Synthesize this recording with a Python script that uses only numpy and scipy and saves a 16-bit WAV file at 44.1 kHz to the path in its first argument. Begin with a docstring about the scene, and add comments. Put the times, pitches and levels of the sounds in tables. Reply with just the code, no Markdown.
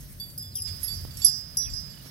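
"""Three small bells on a cow's neck tinkle as its head swings while it grazes in weeds near a phone.
Each bell is a set of decaying modes with beating twins, restarted at every blow, plus clapper clicks.
Shaped noise makes the wind buffeting two microphones, a far drone, rustling leaves and brushed weeds;
hoarse gliding tones make a far bird's falling and level chirps, and short pulses a hand on the phone."""
import sys
import numpy as np
from scipy import signal
from scipy.fft import rfft, irfft
from scipy.io import wavfile

SR = 44100
rng = np.random.default_rng(int(sys.argv[2]) if len(sys.argv) > 2 else 0)


def transcribe(u):
    """Save the signal u as a 16-bit wav file named by the first command-line argument.

    u: samples, shape (n,) or (channels, n), limited to [-1, 1]; the rate is SR.
    q: integer samples, one column per channel.
    """
    v = np.clip(np.atleast_2d(u).T, -1, 1)
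    q = np.round(v * 32767).astype(np.int16)
    wavfile.write(sys.argv[1], SR, q)


N = 92610
T = np.arange(N) / SR  # time in seconds


def amp(db):
    """Gain from dB."""
    return 10 ** (np.asarray(db) / 20)


def unit(x):
    """Scale to an rms of 1."""
    return x / np.sqrt(np.mean(x ** 2))


def pan(db):
    """Left and right gains whose mean is 1, left over right by db."""
    ratio = amp(db)
    return np.array([2 * ratio / (1 + ratio), 2 / (1 + ratio)]).reshape(2, -1)


def curve(table, col=1):
    """A column drawn as straight lines over time."""
    points = np.array(table)
    return np.interp(T, points[:, 0], points[:, col])


def colour(table, hz):
    """The second column drawn as straight lines over log frequency."""
    points = np.array(table)
    return np.interp(np.log(hz), np.log(points[:, 0]), points[:, 1])


def noise(gain):
    """Noise of rms 1, white noise shaped by gain(Hz)."""
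    hz = np.maximum(np.arange(N // 2 + 1) * SR / N, 1)
    return unit(irfft(rfft(rng.standard_normal(N)) * gain(hz), N))


def walk(rate):
    """Wandering control signal of rms 1 that thins out above rate in Hz."""
    return noise(lambda hz: 1 / (1 + (hz / rate) ** 2))


def wind():
    """Gusts buffet the ports, partly alike in both, and make the case throb; a far drone hums on."""
    # Gust path. Each row: time in s, buffet in dB before the mix, left-right in dB, throb in dB.
    gust_path = [(0.0, -52.5, 0, -54.5), (0.6, -66, 10, -44), (0.67, -52.5, 27, -37),
                 (0.81, -58.5, 16, -45), (1.05, -45.5, -4.5, -39), (1.29, -59.5, 10, -51),
                 (1.58, -56, -6, -56), (1.76, -46.5, 28, -43.5), (1.79, -45.5, 1.5, -61),
                 (2.1, -71, -12, -59.5)]
    # Buffet spectrum. Each row: frequency in Hz, relative level in dB per Hz.
    buffet_colour = [(22, -79), (40, -1), (60, -0.5), (90, -13), (130, -9), (250, -37), (500, -51.5)]
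    # Drone bands. Each row: centre in Hz, width in Hz, level in dB.
    drone_bands = [(139.5, 49, -52.5), (210, 150, -64.5), (603, 123, -71.5)]
    throb_hz, throb_width_hz = 88.7, 33.3

    def gust():
        return noise(lambda hz: amp(colour(buffet_colour, hz)))

    def hum(hz, width):
        return noise(lambda f: 1 / (1 + ((f - hz) / width * 2) ** 2))

    both, own = gust(), np.array([gust(), gust()])
    buffet = amp(curve(gust_path)) * pan(curve(gust_path, 2)) * (1.37 * both + 1.61 * own)
    throb = amp(curve(gust_path, 3)) * hum(throb_hz, throb_width_hz) * pan(-1.5)
    drone = sum(amp(db) * hum(hz, width) for hz, width, db in drone_bands)
    return buffet + throb + drone


def field():
    """Leaves and far hiss in half-octave bands of noise; the bass is most alike left and right."""
    # Background spectrum. Each row: frequency in Hz, relative level in dB per Hz.
    field_colour = [(59, -30), (100, -5), (153, -4.5), (343, -20.5), (1010, -30), (1650, -23), (2990, -34),
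                    (4670, -18), (8280, -71), (11400, 9.5), (16000, -43.5)]
    # Stereo lean. Each row: frequency in Hz, left-right in dB.
    field_lean = [(100, 3), (500, -7.5), (1200, 1.5), (4000, -16), (8000, 3.5), (16000, -1.5)]
    # Rustle path, used about its mean. Each row: time in s, mid in dB, treble in dB.
    rustle_path = [(0.0, -62, -70), (0.61, -66.5, -72.5), (0.74, -57.5, -68), (0.86, -56.5, -65.5),
                   (1.17, -58.5, -70.5), (1.37, -60, -72.5), (2.1, -58, -71)]
    field_db = -47.5
    flicker_db, flicker_hz = 2, 24.9  # the treble bands flicker as one

    mid = curve(rustle_path) - curve(rustle_path).mean()
    treble = curve(rustle_path, 2) - curve(rustle_path, 2).mean()
    treble = treble + flicker_db * walk(flicker_hz)
    out = 0
    for hz in 110 * 2 ** np.arange(0, 7.6, .5):
        def band():
            return noise(lambda f: np.exp(-(np.log2(f / hz) / 0.41) ** 2))

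        alike = np.clip(130 / hz, 0, .9)  # share of power common to both sides
        stereo = np.sqrt(alike) * band() + np.sqrt(1 - alike) * np.array([band(), band()])
        swell = treble if hz > 6000 else mid * min(hz / 1200, 1)
        level_db = colour(field_colour, hz) + swell + walk(17)  # each band also wanders by 1 dB rms
        # a band's width grows with its pitch, hence the root
        out = out + amp(level_db) * np.sqrt(hz) * pan(colour(field_lean, hz)) * stereo
    return amp(field_db) * unit(out)


def clapper_clicks(strikes, contact_s):
    """Each blow gives a short hiss, and a weaker one as the clapper touches once more."""
    click_db, click_s = -17.5, 0.0026  # trim of the strikes' click levels, decay time
    bounce_s, bounce_db = 0.0063, -4.5

    def click_gain(hz):
        return np.exp(-np.log2(hz / 10500) ** 2 / .3) + np.exp(-np.log2(hz / 5400) ** 2 / .06)

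    hiss = pan(-2) * [noise(click_gain) for _ in range(2)]
    out = np.zeros((2, N))
    for at, strike_db, *_ in strikes:
        for late, db in ((0, 0), (bounce_s, bounce_db)):
            t = np.maximum(T - at - late, 0)
            envelope = np.minimum(t / contact_s, 1) * np.exp(-t / click_s)
            out += amp(strike_db + click_db + db) * envelope * hiss
    return out


def bell(pitches, modes, strikes):
    """Each blow of the clapper resets the strength of every mode and of its beating twin."""
    # Shading of the left microphone around 5 kHz. Each row: time in s, left-right in dB.
    shading = [(0, 3.5), (.55, 5.5), (.7, -9), (1.2, -3.5), (2.1, -7)]
    contact_s, hard_db = .001, -26  # a blow whose click is under hard_db pushes longer
    twin_share, twin_lead = 0.72, 0.72  # twin's strength; its extra lead on the left in rad
    fifth_db = -17  # fifth mode against the fourth
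    waver_depth, waver_hz = .1, 9

    def rise(row):
        push_s = contact_s * max(amp(hard_db - row[1]), 1)
        return np.clip((T - row[0]) / push_s, 0, 1)

    def decay(t, t60):
        return np.exp(-np.log(1000) * t / t60)

    out = np.zeros((2, N))
    ends = strikes[1:] + [(9, 0)]  # each blow lasts until the next; the final one is not cut
    for k, (hz, (t60, twin_t60, off_hz, left_db, lead)) in enumerate(zip(pitches, modes)):
        ring = np.zeros((2, N), complex)
        for row, end in zip(strikes, ends):
            t = np.maximum(T - row[0], 0)
            if k == 1:
                share = row[7]
            elif k == 4:
                share = -twin_share  # opposed twin: the fifth mode swells late
            else:
                share = twin_share * np.exp(1j * row[6])
            share = share * np.exp(1j * twin_lead * np.array([[1], [0]]))
            twin = share * decay(t, twin_t60) * np.exp(2j * np.pi * off_hz * t)
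            db = row[2 + k] if k < 4 else row[5] + fifth_db
            ring += amp(db + 7.0) * (rise(row) - rise(end)) * (decay(t, t60) + twin)
        # each mode's level and phase waver at random, separately on each side, more when higher
        wander = np.array([walk(waver_hz) + 1j * walk(waver_hz) for _ in range(2)])
        waver = np.exp(waver_depth * (hz / 5000) ** 1.7 * wander)
        shade = curve(shading) * np.exp(-np.log2(hz / 5000) ** 2 / 0.6)
        tone = ring * np.exp(2j * np.pi * hz * T)
        out += pan(left_db + shade) * np.imag(waver * [tone[0] * np.exp(1j * lead), tone[1]])
    return out + clapper_clicks(strikes, contact_s)


def bells():
    """Three small bells, each with its own modes and its own run of blows."""
    # Mode pitches of each bell in Hz.
    pitches_a, pitches_b, pitches_c = [5024, 5762, 7508, 11085, 13825], [4627, 3471, 7340, 11360, 14800], [5448, 6434, 7943, 11275]
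    # Modes in the order of the pitches. Each row: t60 in s, twin's t60 in s, twin's offset in Hz,
    # left-right in dB before shading, left lead in rad.
    modes_a, modes_b, modes_c = [(0.67, 0.23, 16, -12, 1.2), (0.42, 0.42, -8, -9.5, 1.56),
                                 (0.26, 0.21, 31, -10, 1.5), (0.22, 0.23, -63.5, 1, 2.08),
                                 (0.12, 0.079, 49, -7, 2.5)], [(0.38, .25, 13.5, -14.5, 1.3),
                                                 (0.26, 0.13, 9, -13.5, 1.84), (0.49, 0.054, -22, -27, 4.5),
                                                 (.2, 0.54, 35, 1.5, 1.1), (0.051, 0.086, 16, 0, 0.84)], [(1, 0.48, 10, -15, 0.46),
                                                                 (0.88, 0.44, 7.5, -10, 0.84),
                                                                 (0.09, 0.31, 25, -45, 9.8),
                                                                 (0.37, 0.18, 25.5, -14, 0.76)]
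    # Clapper blows. Each row: start in s, click in dB before its trim, modes one to four in dB before
    # a 7 dB lift, phase of the twins in rad, signed share of the second mode's twin.
    strikes_a, strikes_b, strikes_c = [(0.377, -25, -42.5, -61, -58, -37.5, 2.07, 0.61),
                                       (.554, -24, -44, -45.5, -59, -33, 0.51, 0.049),
                                       (0.6192, -20, -41, -60, -53.5, -40.5, 1.27, .5),
                                       (0.6473, -50, -37.5, -54, -53.5, -41, 5.5, .4),
                                       (0.835, -29, -45.5, -74, -74, -47, 4, .3),
                                       (.936, -40, -45.5, -50.5, -61, -52, 1.6, 0.044),
                                       (1.246, -6.5, -28.5, -32, -38.5, -21.5, 2.5, 0.51),
                                       (1.57, -9.5, -36.5, -29, -48, -29.5, 0.75, -0.47),
                                       (1.7356, -20.5, -38, -48.5, -70, -44.5, 1.2, -1.7)], [(0.1988, -26, -41, -49, -61.5, -42.5, 3.56, -0.5),
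                                                          (0.423, -27, -62, -53, -62, -50, 4.7, -0.9),
                                                          (0.671, -48, -45, -56.5, -73, -67, 6.5, -0.2),
                                                          (0.8787, -39, -35, -51.5, -52.5, -46, 1.9, 0.36),
                                                          (1.1066, -32, -51.5, -69, -64, -58, 1.36, 0.5),
                                                          (1.2183, -24, -33.5, -46, -43.5, -48, 2.06, -0.5),
                                                          (1.6975, -37, -51, -66, -54, -58, 5.8, 0.3),
                                                          (1.896, -48, -55, -66, -63.5, -57, 5, 0.3)], [(0.0044, -35, -66.5, -65.5, -66.5, -61, 0.5, 0.8),
                                                                             (0.83, -24, -56, -60, -83, -35, 3.7, 0.16),
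                                                                             (1.1705, -14, -49.5, -61, -51.5, -49.5, 1.7, 0.3),
                                                                             (2.05, -39, -60.5, -72, -76, -58.5, 3.2, 0.45)]
    first = bell(pitches_a, modes_a, strikes_a)
    second = bell(pitches_b, modes_b, strikes_b)
    third = bell(pitches_c, modes_c, strikes_c)
    return first + second + third


def swishes():
    """Brushed weeds: short swells of broad noise, separate on each side and leaning right."""
    # Brushes. Each row: time of the peak in s, length in s, level in dB, centre in Hz.
    brushes = [(0.304, 0.011, -49, 8600), (0.687, 0.051, -47, 3870), (0.834, 0.065, -45, 9500),
               (1.228, 0.14, -47.5, 5500), (2.067, 0.03, -54.5, 3000)]
    out = 0
    for at, length, db, hz in brushes:
        leaf = np.array([noise(lambda f: np.exp(-np.log2(f / hz) ** 2 / 3.8)) for _ in range(2)])
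        swell = np.exp(-((T - at) / length * 2) ** 2)
        out = out + amp(db) * swell * leaf * pan(-29.5)
    return out


def bird():
    """Short gliding whistles made hoarse by noise: falling steps, then a level peeping."""
    # Chirps. Each row: start in s, length in s, from Hz, to Hz, relative level in dB, hoarseness.
    chirps = [(0.508, 0.032, 5160, 3940, -60.5, 1.9), (0.534, 0.081, 3830, 2530, -57, 1.2),
              (1.614, 0.03, 4100, 3950, -46, 0.48), (1.64, 0.03, 3550, 3360, -46.5, 0.54),
              (1.654, 0.052, 2650, 2400, -54, 0.54), (1.934, 0.021, 2990, 3010, -55, .2),
              (1.969, 0.015, 3000, 2930, -53, .2), (1.993, 0.026, 2970, 2860, -55.5, 0.2)]
    rasp_width_hz = 320
    out = np.zeros(N)
    rasp = walk(rasp_width_hz) + 1j * walk(rasp_width_hz)
    for at, length, from_hz, to_hz, db, hoarse in chirps:
        u = np.clip((T - at) / length, 0, 1)  # progress through the chirp
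        glide_hz = from_hz + (to_hz - from_hz) * u
        tone = np.exp(2j * np.pi * np.cumsum(glide_hz) / SR)
        out += amp(db) * np.sin(np.pi * u) * np.imag(tone * (0.93 + hoarse * rasp))
    return out * pan(-13)


def knocks():
    """A hand on the phone: short dull pushes on the case that swing back past zero."""
    # Pushes. Each row: start in s, level in dB before the pulse shape, left-right in dB.
    pushes = [(0.6, -33.5, 26), (1.051, -19, -35), (2.06, -26, -10)]
    knock_s = 0.00053
    out = 0
    for at, db, pan_db in pushes:
        u = np.maximum(T - at, 0) / knock_s
        out = out + amp(db) * u * np.exp(-u) * (1 - u / 3) * pan(pan_db)
    return out


def scene():
    """All layers together, as two channels."""
    return wind() + field() + bells() + swishes() + bird() + knocks()


def record(dry):
    """The phone cuts the top with a steep low-pass."""
    top_hz = 15800
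    low_pass = signal.ellip(10, .2, 60, top_hz, fs=SR, output="sos")
    return signal.sosfilt(low_pass, dry)


dry = scene()
out = record(dry)
transcribe(out)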